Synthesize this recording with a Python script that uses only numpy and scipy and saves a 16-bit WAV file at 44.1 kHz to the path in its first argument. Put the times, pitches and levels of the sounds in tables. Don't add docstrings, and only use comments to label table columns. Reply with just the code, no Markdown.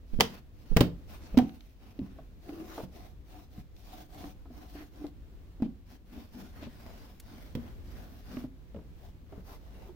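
import sys
import numpy as np
from scipy import signal
from scipy.fft import rfft, irfft, next_fast_len
from scipy.io import wavfile
from scipy.ndimage import uniform_filter1d, map_coordinates

SR = 44100
rng = np.random.default_rng(int(sys.argv[2]) if len(sys.argv) > 2 else 0)


def log_audio(samples):
    frames = np.atleast_2d(samples).T
    limited = np.clip(frames, -1, 1)
    pcm = np.round(limited * 32767).astype(np.int16)
    wavfile.write(sys.argv[1], SR, pcm)


N = 438794


# (time [s], thud [dB], boom [dB], clack [dB], crack [dB], board pitch [Hz], panel pitch [Hz],
# board fade [s])
HARD_HITS = [(0.201, -31.5, -31.5, -26, -39.5, 221, 470, 0.049),
             (0.2075, -32.5, -38.5, -31.5, -25, 244.6, 757, 0.28),
             (0.7644, -20, -27, -29.5, -44, 176, 414, 0.016),
             (0.769, -20, -35.5, -26, -32.5, 196, 464, .04), (0.807, -37, -21, -27.5, -35, 300, 527, 0.066),
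             (0.81, -17.5, -23, -31, -33.5, 250, 603, 0.077),
             (1.3726, -30, -14, -36, -47, 251.8, 710, 0.092),
             (1.377, -42, -24.5, -39, -41.5, 258, 690, 0.043),
             (1.387, -42, -29.5, -28.5, -42.5, 243, 760, 0.061),
             (5.622, -32.5, -25, -47, -60.5, 228, 790, 0.057),
             (7.552, -35.5, -35.5, -44.5, -52.5, 210, 505, 0.064)]

def knocks(soft_db=14):
    track, t = np.zeros((2, N)), np.arange(int(SR * .35)) / SR
    for start, thud_db, boom_db, clack_db, crack_db, board_hz, panel_hz, fade in HARD_HITS + bumps():
        softness = 0.5 + max(clack_db - crack_db, 0) / soft_db
        thud = amp(thud_db - 2) * frame_thud(t)
        boom = amp(boom_db - 2.78) * board_boom(t, board_hz, fade)
        clack = amp(clack_db - 1.4) * panel_clack(t, panel_hz, softness)
        crack = amp(crack_db + 2) * contact_crack(t, softness) * amp([[-1.4], [1.6]])
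        add(track, start, echoed(thud + boom + clack, echo_db=-9.5) + echoed(crack, echo_db=-10))
    return track


# (pitch [Hz], level [dB], fade [s])
FRAME_NOTES = [(135, -1, 0.099), (169.3, -12.5, 0.23), (92.5, -2.5, 0.056)]

def frame_thud(t):
    return ring(FRAME_NOTES, t, attack=0.00081, scatter_db=4.5, detune=0.012)


def board_boom(t, hz, fade, sag=.06, sag_s=0.023):
    notes = [(hz, 0, fade), (hz * 1.14, -13, 0.89 * fade)]
    sagging_time = t * (1 + sag * (sag_s - t) / (sag_s + t))
    return ring(notes, sagging_time, attack=0.0026, scatter_db=1.5, detune=0.016)


# (pitch [times the panel's pitch], width [Hz], level [dB])
PANEL_PEAKS = [(1, 95, 2), (.64, 55, -4.5), (1.5, 810, -18.5), (2.2, 910, -22)]

def panel_clack(t, hz, softness, base_fade=0.036, dull_hz=3200):
    onset = 1 - np.exp(-t / (0.00091 * softness))
    push = burst(t, base_fade * np.sqrt(softness))[:1] * onset
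    peaks = [(hz * multiple, width, db) for multiple, width, db in PANEL_PEAKS]
    clack = filtered(push, lambda f: resonance(peaks, f) / (1 + 1j * f * softness / dull_hz) ** 2)
    return unit_start(clack)


# (frequency [Hz], level [dB])
CRACK_TONE = [(200, -24), (600, -2.5), (1000, 1), (1600, -2.5), (2000, 0.5), (2500, -2), (3200, 1),
              (4200, -5.5), (5200, -5), (7200, -15.5), (9300, -15), (11000, -20), (14500, -9)]

def contact_crack(t, softness, chatter_fade=0.035, snap_fade=0.0066, snap_db=6, bright_hz=24000):
    chatter = burst(t, chatter_fade) + amp(snap_db) * burst(t, snap_fade)
    dulled = filtered(chatter, lambda f: 1 / (1 + 1j * f * softness ** 2 / bright_hz))
    crack = signal.fftconvolve(dulled, shortest_click(CRACK_TONE)[None], axes=1)
    return unit_start(crack[:, :len(t)])


# (time [s], boom [dB], clack [dB], board pitch [Hz])
HAND_BUMPS = [(0.134, -43, -55.5, 195), (0.1887, -28.5, -45, 205), (0.7152, -38, -48.5, 189),
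              (1.343, -38.5, -45.5, 194), (1.417, -29.5, -44, 223), (1.99, -32.5, -58, 274),
              (2.016, -36.5, -61, 203), (4.808, -45.5, -62, 298), (2.185, -59, -51.5, 273),
              (2.491, -40, -53, 306), (2.778, -42, -40, 290), (2.797, -45, -45, 292),
              (2.835, -42, -52, 193.5), (3.582, -44.5, -74, 181), (4.24, -45.5, -56, 295),
              (4.454, -57, -60.5, 280), (4.502, -46.5, -61, 264), (4.751, -43.5, -55, 296),
              (5.042, -39.5, -51, 294.6), (5.6, -40.5, -59, 269), (5.642, -35, -59, 245),
              (5.659, -36.5, -60, 270.6), (6.175, -43, -59, 239.5), (6.625, -44.5, -52, 244),
              (6.664, -41, -53.5, 239), (7.571, -35.5, -57, 246), (8.369, -33.5, -54, 253),
              (8.44, -34, -54.5, 257), (8.745, -46.5, -49, 215), (8.762, -46, -48, 184.5),
              (8.787, -49.5, -53.5, 183), (9.323, -51, -52, 288), (9.378, -46.5, -59, 194),
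              (9.89, -47.5, -62.5, 361)]

def bumps(panel_ratio=2.4, mute_db=-25, frame_hz=194, db_per_octave=-25.5, fade=0.12):
    hits = []
    for start, boom_db, clack_db, hz in HAND_BUMPS:
        thud_db = boom_db + db_per_octave * np.log2(hz / frame_hz)
        hits.append((start, thud_db, boom_db, clack_db, clack_db + mute_db, hz, panel_ratio * hz, fade))
    return hits


# (start [s], board pitch [Hz], hollow pitch [Hz], hollow width [Hz], hollow level [dB])
WIPED_SPOTS = [(0, 258, 2650, 507, -5.5), (2.319, 329.6, 729, 70.5, 1.5), (3.1, 296.2, 734, 55, 7),
               (5.4, 250.6, 1640, 918, -9), (8.56, 386, 578, 411, -5)]

def cloth(grip_db=3, board_width_hz=44):
    hiss_db, scuff_db, drone_db = stroke_levels()
    hiss = fibre_hiss(hiss_db, scuff_db)
    drag = stereo(rng.standard_normal((2, N))) * amp(grip_db * wobble(90))
    rub = np.zeros((2, N))
    edges = [int(spot[0] * SR) for spot in WIPED_SPOTS] + [N]
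    for (_, board_hz, *hollow), a, b in zip(WIPED_SPOTS, edges, edges[1:]):
        drone = unit(band(drag[:, a:b], board_hz, board_width_hz)) * amp(drone_db[a:b] - 1.4)
        rub[:, a:b] = drone + filtered(hiss[:, a:b], lambda f: 1 + resonance([hollow], f))
    return echoed(rub, echo_db=-11.5) * amp([[.4], [-.4]])


# (fastest moment [s], speeding up [s], slowing down [s], hiss [dB], scuff [dB], drone [dB])
CLOTH_STROKES = [(.16, 0.11, 0.11, -66, -69.5, -53), (.315, 0.028, 0.1, -58, -55.5, -50.5),
                 (.72, 0.2, 0.14, -67, -66.5, -61), (1.136, 0.07, 0.062, -58, -59, -65),
                 (1.26, 0.11, 0.36, -65, -60.5, -55), (1.57, 0.17, 0.25, -68.5, -72.5, -65.5),
                 (1.885, 0.11, 0.054, -66.5, -63.5, -57), (2.079, 0.21, 0.23, -71, -66.5, -53),
                 (2.561, 0.17, 0.29, -60.5, -59, -43.5), (2.791, 0.16, 0.069, -53, -55, -53),
                 (2.96, 0.05, 0.19, -62, -60.5, -58), (3.379, 0.14, 0.095, -62.5, -63, -55.5),
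                 (3.589, 0.097, 0.041, -63.5, -66.5, -57), (4.0, 0.26, 0.072, -58.5, -61, -57),
                 (4.246, 0.17, 0.096, -57.5, -57, -48.5), (4.63, .14, 0.071, -63, -60, -52.5),
                 (4.79, 0.14, 0.11, -59.5, -61, -52.5), (5.051, 0.16, 0.056, -63.5, -62, -44.5),
                 (5.94, 0.087, 0.038, -63, -65, -56.5), (6.181, 0.13, 0.13, -62.5, -61.5, -49),
                 (6.39, 0.091, 0.15, -59, -58.5, -44.5), (6.65, 0.17, 0.04, -62, -58.5, -51.5),
                 (6.88, 0.28, 0.38, -62, -61.5, -57.5), (7.37, 0.17, 0.22, -61.5, -60, -53.5),
                 (7.64, .1, 0.13, -65.5, -60.5, -51), (8.0, 0.17, 0.096, -61, -60, -53.5),
                 (8.18, 0.28, 0.09, -65.5, -67, -55.5), (8.36, 0.14, 0.12, -58, -55.5, -45),
                 (9.06, 0.12, 0.065, -67.5, -67, -64), (9.379, 0.14, 0.086, -71, -66, -54.5),
                 (9.52, 0.093, 0.067, -60, -59, -59), (9.86, 0.31, 0.062, -66, -62.5, -64)]
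SPEED_POWERS = (0.8, 1.22, 2.3)

def stroke_levels(creep=.075, creep_s=.15):
    t = np.arange(0, N, 32) / SR
    energy = np.full((3, len(t)), 1e-12)
    for fastest, rise, fall, *levels_db in CLOTH_STROKES:
        progress = np.clip((t - fastest) / np.where(t < fastest, rise, fall), -1, 1)
        creeping = creep * np.exp(-np.abs(t - fastest) / creep_s)
        speed = np.maximum(np.cos(np.pi / 2 * progress), creeping)
        energy += np.array([amp(db) * speed ** power for db, power in zip(levels_db, SPEED_POWERS)]) ** 2
    return [np.interp(np.arange(N) / SR, t, 10 * np.log10(layer)) for layer in energy]


# (frequency [Hz], level [dB])
FIBRE_TONE = [(100, 1.5), (190, 7.5), (420, 2.5), (680, 4), (1100, -1.5), (2200, -6), (5600, -9),
              (8200, -20), (9500, -14), (11200, -21), (13000, -11), (15500, -12)]

def fibre_hiss(hiss_db, scuff_db, catches_per_s=350, catch_db=-7, flutter_db=1.3, split_hz=2400):
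    catches = tiny_catches(catches_per_s, N)
    slips = rng.standard_normal((2, N)) + amp(catch_db) * unit(catches)
    fibres = unit(filtered(stereo(hand_gap(slips)), lambda f: amp(along(FIBRE_TONE, f))))
    scuff = filtered(fibres, lambda f: treble_cut(f, split_hz))
    hiss = fibres - scuff
    return (hiss * amp(hiss_db) + scuff * amp(scuff_db)) * amp(5 + flutter_db * wobble(60))


def hand_gap(x, depth_db=2.0):
    spectrum = signal.stft(x, nperseg=512)[2]
    patches = uniform_filter1d(rng.standard_normal(spectrum.shape[1:]), size=4, axis=0)
    patches = uniform_filter1d(patches, size=20, axis=1)
    return signal.istft(spectrum * amp(depth_db * unit(patches)), nperseg=512)[1][:, :N]


# (middle [s], half length [s], level [dB], pitch [Hz])
FIRM_PRESSES = [(1.247, 0.055, -64, 4860), (2.718, .03, -51, 1200), (4.792, 0.055, -56, 1760),
                (5.645, .025, -60, 2820), (6.642, 0.035, -55, 2980)]

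def scrapes(slips_per_s=2500, width_ratio=0.69):
    track, t = np.zeros((2, N)), np.arange(8192) / SR
    for middle, half, db, hz in FIRM_PRESSES:
        rasp = band(tiny_catches(slips_per_s, len(t)), hz, width_ratio * hz)
        pressure = np.sin(np.pi / 2 * np.minimum(t / half, 2))
        add(track, middle - half, echoed(amp(db) * pressure * unit(rasp), echo_db=-11))
    return track


# (time [s], level [dB], pitch [Hz])
LIGHT_TAPS = [(0.142, -44, 1980), (0.207, -6.5, 3900), (1.494, -43, 2400), (1.6073, -42, 3180),
              (1.991, -43.5, 2760), (2.492, -42.5, 1820), (3.765, -50.5, 4000), (4.241, -36, 1290),
              (4.959, -53, 4500), (5.067, -45, 4000), (8.37, -37, 1306)]

def ticks(fade=0.014, width_hz=2200):
    track, t = np.zeros((2, N)), np.arange(SR // 4) / SR
    for start, db, hz in LIGHT_TAPS:
        touch = rng.standard_normal((2, len(t))) * amp(-60 * t / fade)
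        tick = band(touch, hz, width_hz)
        add(track, start, echoed(amp(db) * tick / np.abs(tick).max(), echo_db=-15))
    return track


# (time [s], level [dB])
CLOTH_SNAPS = [(7.199, -38.5), (7.201, -38)]

def snaps(fade=0.033, bass_cut_hz=1500):
    track, t = np.zeros((2, N)), np.arange(SR // 4) / SR
    for start, db in CLOTH_SNAPS:
        noise = rng.standard_normal(len(t)) * amp(-60 * t / fade)
        snap = filtered(noise, lambda f: f / (f - 1j * bass_cut_hz))
        add(track, start, echoed(amp(db) * snap / np.abs(snap).max(), echo_db=-20))
    return track


# (middle [s], half length [s], right level [dB], left compared with right [dB])
AIR_PUFFS = [(0.158, 0.013, -22, -24), (0.727, 0.0095, -16.5, -21), (1.336, 0.0049, -30, -2)]

def puffs():
    track, t = np.zeros((2, N)), np.arange(N) / SR
    for middle, half, db, left_db in AIR_PUFFS:
        progress = (t - middle) / half
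        track += amp([[db + left_db], [db]]) * progress * np.exp((1 - progress ** 2) / 2)
    return track


# (frequency [Hz], fade [s])
ECHO_FADES = [(100, 0.32), (300, 0.31), (1000, 0.23), (4000, 0.22), (13000, 0.19)]

def echoed(x, echo_db, build_s=0.0016):
    hz, t, noise = signal.stft(rng.standard_normal((2, SR // 2)), SR, nperseg=256)
    fading = amp(-60 * t / along(ECHO_FADES, hz)[:, None])
    tail = signal.istft(noise * fading * (1 - np.exp(-t / build_s)), SR, nperseg=256)[1]
    tail = stereo(tail / np.linalg.norm(tail[0]))
    return x + amp(echo_db) * signal.fftconvolve(np.atleast_2d(x), tail, axes=1)[:, :x.shape[-1]]


# (frequency [Hz], level [dB])
HOUSE_TONE = [(25, -10), (44, 3), (72, -2), (125, -12), (290, -19), (420, -24.5), (850, -35), (3800, -43),
              (10000, -54.5), (15000, -47.5)]

def house_rumble(db=-50, drift_db=1.93):
    noise = filtered(stereo(rng.standard_normal((2, N))), lambda f: amp(along(HOUSE_TONE, f)))
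    return amp(db + drift_db * wobble(2.7)) * unit(noise)


# (frequency [Hz], likeness [0 to 1])
LIKENESS = [(60, 0.51), (300, 0.88), (640, 0.35), (1400, 0.081), (3000, 0.011)]

def stereo(pair):
    angle = lambda hz: np.arccos(np.clip(along(LIKENESS, hz), -1, 1)) / 2
    mid, side = filtered(pair, lambda hz: np.array([np.cos(angle(hz)), np.sin(angle(hz))]))
    return np.array([mid + side, mid - side])


def ring(notes, t, attack, scatter_db, detune, side_db=1.47):
    total = 0
    for hz, db, fade in notes:
        level, shift, side = rng.standard_normal(3)
        wave = np.sin(2 * np.pi * hz * (1 + detune * shift) * t)
        note = amp(db + scatter_db * level - 60 * t / fade) * wave
        total = total + note * amp(side_db * side * np.array([[1], [-1]]))
    return unit_start(total * (1 - np.exp(-t / attack)))


def burst(t, fade):
    return stereo(rng.standard_normal((2, len(t)))) * amp(-60 * t / fade)


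def tiny_catches(per_s, size):
    return (rng.random(size) < per_s / SR) * rng.standard_normal((2, size))


def shortest_click(tone, size=2048):
    cepstrum = irfft(np.log(amp(along(tone, np.fft.rfftfreq(size, 1 / SR)))))
    cepstrum[1:size // 2] *= 2
    cepstrum[size // 2 + 1:] = 0
    click = irfft(np.exp(rfft(cepstrum)))
    return click / np.linalg.norm(click)


def resonance(peaks, f):
    return sum((-1) ** k * amp(db) * 1j * f * width / (hz * hz - f * f + 1j * f * width)
               for k, (hz, width, db) in enumerate(peaks))


def treble_cut(f, hz):
    return 1 / (1 + (f / hz) ** 4)


def band(x, hz, width):
    return filtered(x, lambda f: resonance([(hz, width, 0)], f) * treble_cut(f, 2 * hz))


def filtered(x, response):
    n = x.shape[-1]
    padded = next_fast_len(n + SR // 10)
    return irfft(rfft(x, padded) * response(np.fft.rfftfreq(padded, 1 / SR)), padded)[..., :n]


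def wobble(rate):
    return map_coordinates(rng.standard_normal(int(N * rate / SR) + 4), [np.arange(N) * rate / SR])


def along(points, hz):
    f, values = np.transpose(points)
    return np.interp(np.log(hz + 1), np.log(f + 1), values)


def amp(db):
    return 10 ** (np.asarray(db) / 20)


def unit(x):
    return x / np.sqrt(np.mean(x ** 2) + 1e-20)


def unit_start(x):
    return x / np.sqrt(np.mean(x[..., :int(.03 * SR)] ** 2) + 1e-20)


def add(track, start, sound):
    part = track[:, max(round(start * SR), 0):][:, :sound.shape[-1]]
    part += sound[..., :part.shape[-1]]


def scene():
    return knocks() + ticks() + snaps() + puffs() + cloth() + scrapes() + house_rumble()


def record(dry):
    top_hz = 15950
    return filtered(dry, lambda hz: 1 / (1 + (hz / top_hz) ** 300))


dry = scene()
out = record(dry)
log_audio(out)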